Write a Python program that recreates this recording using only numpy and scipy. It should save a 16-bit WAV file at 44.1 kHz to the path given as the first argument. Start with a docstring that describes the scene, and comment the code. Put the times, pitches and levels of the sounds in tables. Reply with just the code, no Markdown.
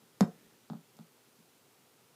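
"""A puppy and a hollow plastic ball, a few metres from the microphone in a small, well damped room.
Over a faint steady hiss, the puppy pushes the ball across carpet into a plastic storage bin.
At 0.2 s it knocks: the ball's shell clicks and the bin's wall booms for a few cycles.
The ball rolls back with a faint rumble. From 0.7 s soft nudges thump the bin,
with one tiny high scratch among them, and then only the hiss is left."""
import sys
import numpy as np
from scipy import signal
from scipy.fft import rfft, irfft
from scipy.io import wavfile
from scipy.ndimage import uniform_filter1d

SR = 44100
rng = np.random.default_rng(int(sys.argv[2]) if len(sys.argv) > 2 else 0)


def inscribe(sig):
    """Save sig as 16-bit PCM at rate SR to the path in sys.argv[1].

    A 1-D sig is mono; a 2-D sig holds one channel per row.
    Samples are clipped to [-1, 1] before scaling.
    """
    pcm = np.round(np.clip(np.atleast_2d(sig).T, -1, 1) * 32767)
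    wavfile.write(sys.argv[1], SR, pcm.astype(np.int16))


N = 94815

# Spectrum of the room tone: f/Hz, relative level/dB
HISS_SPECTRUM = [(18, -46), (30, -49), (69, -21), (122, -2.5), (211, -7.5), (240, -2.5), (328, -6.5),
                 (404, -2), (581, -9.5), (953, -10.5), (1090, -12.5), (1300, -11), (1730, -16),
                 (2310, -14.5), (15000, -20)]
# Room reverberation by band: f/Hz, level/dB, t60/s
ROOM_BANDS = [(400, -7.5, 0.23), (800, -6.5, .2), (1600, -3.5, 0.18), (2960, -5, 0.12), (6400, -16.5, 0.25),
              (13000, -5.5, 0.11)]
# Spectrum of the ball rolling on carpet: f/Hz, relative level/dB
ROLL_SPECTRUM = [(80, -12), (180, 6), (450, -1.5), (900, -28), (1600, -17.5), (1800, -4), (2050, -17),
                 (8000, -25)]
# Spectrum of the scratch: f/Hz, relative level/dB
SCRATCH_SPECTRUM = [(1000, -25), (3000, -4), (5500, -1), (10000, -5), (15000, -8)]
# Modes of the bin's body: f/Hz, relative level/dB, t60/s, build-up/s
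BIN_MODES = [(148.6, -14, 0.19, 0.011), (166, 5.5, 0.15, 0.017), (221.2, 2.5, .14, 0.0016),
             (269.3, -7.5, 0.12, 0.018), (398, -17, 0.072, 0.0018), (640, -13, 0.025, 0.00069)]
# Modes of a light tap on the plastic: f/Hz, relative level/dB
TAP_MODES = [(830, 2), (1200, -2.5), (3900, -3), (4500, -5), (6500, -20)]
# Nudges against the bin: t/s, level/dB, contact time/ms
NUDGE_EVENTS = [(0.017, -61.5, 0.53), (0.7002, -35.5, .1), (0.7336, -38, 0.17), (0.943, -61, 1.4),
                (0.9896, -46, 0.053), (1.384, -57.5, 1.44)]
# Spectrum of the ball's click: f/Hz, relative level/dB
CLICK_SPECTRUM = [(120, -40), (300, -29), (600, -27), (1300, -7.5), (2000, -13.5), (2900, -21), (3800, -13),
                  (5300, -15.5), (7500, -14), (8700, -22), (10300, -19), (15000, -36.5)]
# Modes of the ball's shell: f/Hz, level/dB, t60/s
SHELL_MODES = [(453, -33, 0.13), (599, -22.5, 0.017), (707, -22, 0.023), (924, -23, 0.01),
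               (1250, -31, 0.0059), (3690, -48, 0.013), (5303, -26, 0.0086), (6350, -39, 0.012),
               (9620, -37.5, 0.0074)]

KNOCK_S, CONTACT_S = 0.2079, 0.02478  # when the ball meets the wall, and how long they touch


def undb(db):
    """Decibels to gain."""
    return 10 ** (np.asarray(db) / 20)


def fade(age, t60):
    """Exponential decay, 60 dB down after t60 seconds."""
    return np.exp(-np.log(1000) * np.maximum(age, 0) / t60)


def at(x, start):
    """Delay a sound by start seconds."""
    return np.concatenate([np.zeros(int(start * SR)), x])[:N]


def ring(modes, t):
    """Fading sines of a struck object."""
    return sum(undb(db) * np.sin(2 * np.pi * hz * t) * fade(t, t60) for hz, db, t60 in modes)


def colour(x, points):
    """Minimum-phase filter through points of f/Hz, level/dB."""
    hz, db = np.array(points).T
    size = 2 * N
    f = np.maximum(np.fft.rfftfreq(size, 1 / SR), 1)
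    gain = undb(np.interp(np.log(f), np.log(hz), db))
    cepstrum = irfft(np.log(gain))
    cepstrum[1:N] *= 2
    cepstrum[N + 1:] = 0
    return irfft(rfft(x, size) * np.exp(rfft(cepstrum)))[:N]


def whiten(x, bins=1500):
    """Iron the broad bumps out of a burst's spectrum."""
    spectrum = rfft(x)
    smooth_power = uniform_filter1d(np.abs(spectrum) ** 2, bins)
    return irfft(spectrum / np.sqrt(smooth_power), N)


def low_cut(x, hz):
    """Steep high-pass."""
    return signal.sosfilt(signal.butter(4, hz, "high", fs=SR, output="sos"), x)


def hiss(level_db=-65):
    """Room tone: steady air and the microphone's own hiss."""
    air = colour(rng.standard_normal(N), HISS_SPECTRUM)
    return undb(level_db) * air / air.std()


def room(x, t, delay_s=0.004, build_s=0.0028):
    """Diffuse reflections reach the microphone just after the direct sound and die away band by band."""
    log_f = np.log(np.maximum(np.fft.rfftfreq(N, 1 / SR), 1))
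    centres = np.log([row[0] for row in ROOM_BANDS])
    reflections = rng.standard_normal(N) * np.minimum(t / build_s, 1)
    tail = np.zeros(N)
    for (_, db, t60), share in zip(ROOM_BANDS, np.eye(len(ROOM_BANDS))):
        decay = whiten(reflections * fade(t, t60), bins=250)
        band = np.interp(log_f, centres, share)
        tail += undb(db) * irfft(rfft(decay) * band, N)
    return signal.fftconvolve(low_cut(x, hz=300), at(tail[:N // 2], delay_s))[:N]


def roll(t, peak_s=0.39, width_s=0.14, level_db=-64.5):
    """A faint rumble swells and dies as the ball rolls back over the carpet."""
    rumble = colour(rng.standard_normal(N), ROLL_SPECTRUM)
    swell = np.exp(-0.5 * ((t - peak_s) / width_s) ** 2)
    return undb(level_db) * rumble / rumble.std() * swell


def scratch(t, start_s=0.967, level_db=-59):
    """A tiny high scratch, perhaps a claw on plastic."""
    noise = colour(rng.standard_normal(N), SCRATCH_SPECTRUM)
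    return undb(level_db) * at(noise / noise.std() * fade(t, t60=0.03), start_s)


def bin_hum(t, delay_s=0.00356):
    """The bin's low modes swell in, each at its own pace, as a blow spreads through it."""
    hum = sum(ring([(hz, db, t60)], t) * np.minimum(t / build, 1) for hz, db, t60, build in BIN_MODES)
    return at(hum, delay_s)


def nudges(t, tap_t60_cycles=9.2):
    """Light pushes tap and ring the bin; the longer the contact, the duller the thump."""
    tap = ring([(hz, db, tap_t60_cycles / hz) for hz, db in TAP_MODES], t)
    response = bin_hum(t) + undb(-2) * tap
    thumps = np.zeros(N)
    for start, db, contact_ms in NUDGE_EVENTS:
        age = t * 1000 / contact_ms  # in contact times
        push = age * np.exp(-np.pi * np.minimum(age, 20)) * (age < 20)
        thump = signal.fftconvolve(response, push / push.sum())[:N]
        thumps += undb(db) * at(thump, start)
    return thumps


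def wall_boom(t, start_hz=218.2, sag_hz_per_s=2050, attack_s=0.001):
    """The bin's wall swings for a few cycles, sagging in pitch, and is then choked."""
    hz = start_hz - sag_hz_per_s * np.minimum(t, CONTACT_S)
    phase = 2 * np.pi * np.cumsum(hz) / SR
    buzz = undb(-20.5) * np.sin(2 * phase)  # the flexing wall's second harmonic
    envelope = np.minimum(t / attack_s, 1) * fade(t, t60=0.19)
    choke = fade(t - CONTACT_S, t60=0.017)
    return undb(-12.5) * envelope * choke * (np.sin(phase) + buzz)


def ball_click(t):
    """A sharp contact and the dense, short ring of thin plastic."""
    envelope = fade(t, t60=0.0013) + undb(-9) * fade(t, t60=0.021)
    burst = rng.standard_normal(N) * envelope
    snap = 0.2 * (t == 0)
    contact = whiten(burst / np.linalg.norm(burst) + snap)
    return undb(6) * colour(contact, CLICK_SPECTRUM)


def knock(t):
    """The ball clicks and rings, the wall booms while they touch, and the bin hums as the ball leaves."""
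    ball = ball_click(t) + at(ring(SHELL_MODES, t), start=0.0004)
    wall = at(wall_boom(t), start=0.003544)
    release = undb(-32) * at(bin_hum(t), CONTACT_S)
    return at(ball + wall + release, KNOCK_S)


def scene():
    """Ball, bin and room as one microphone hears them from a few metres away."""
    t = np.arange(N) / SR
    # the deep bass of the knock and nudges is steeply thinned
    direct = low_cut(knock(t) + nudges(t), hz=114)
    mix = direct + room(direct, t) + scratch(t) + roll(t) + hiss()
    return mix[None]


def record(dry, top_hz=15400):
    """The recorder cuts the top treble steeply."""
    return signal.sosfilt(signal.ellip(10, 0.1, 80, top_hz, fs=SR, output="sos"), dry)


dry = scene()
out = record(dry)
inscribe(out)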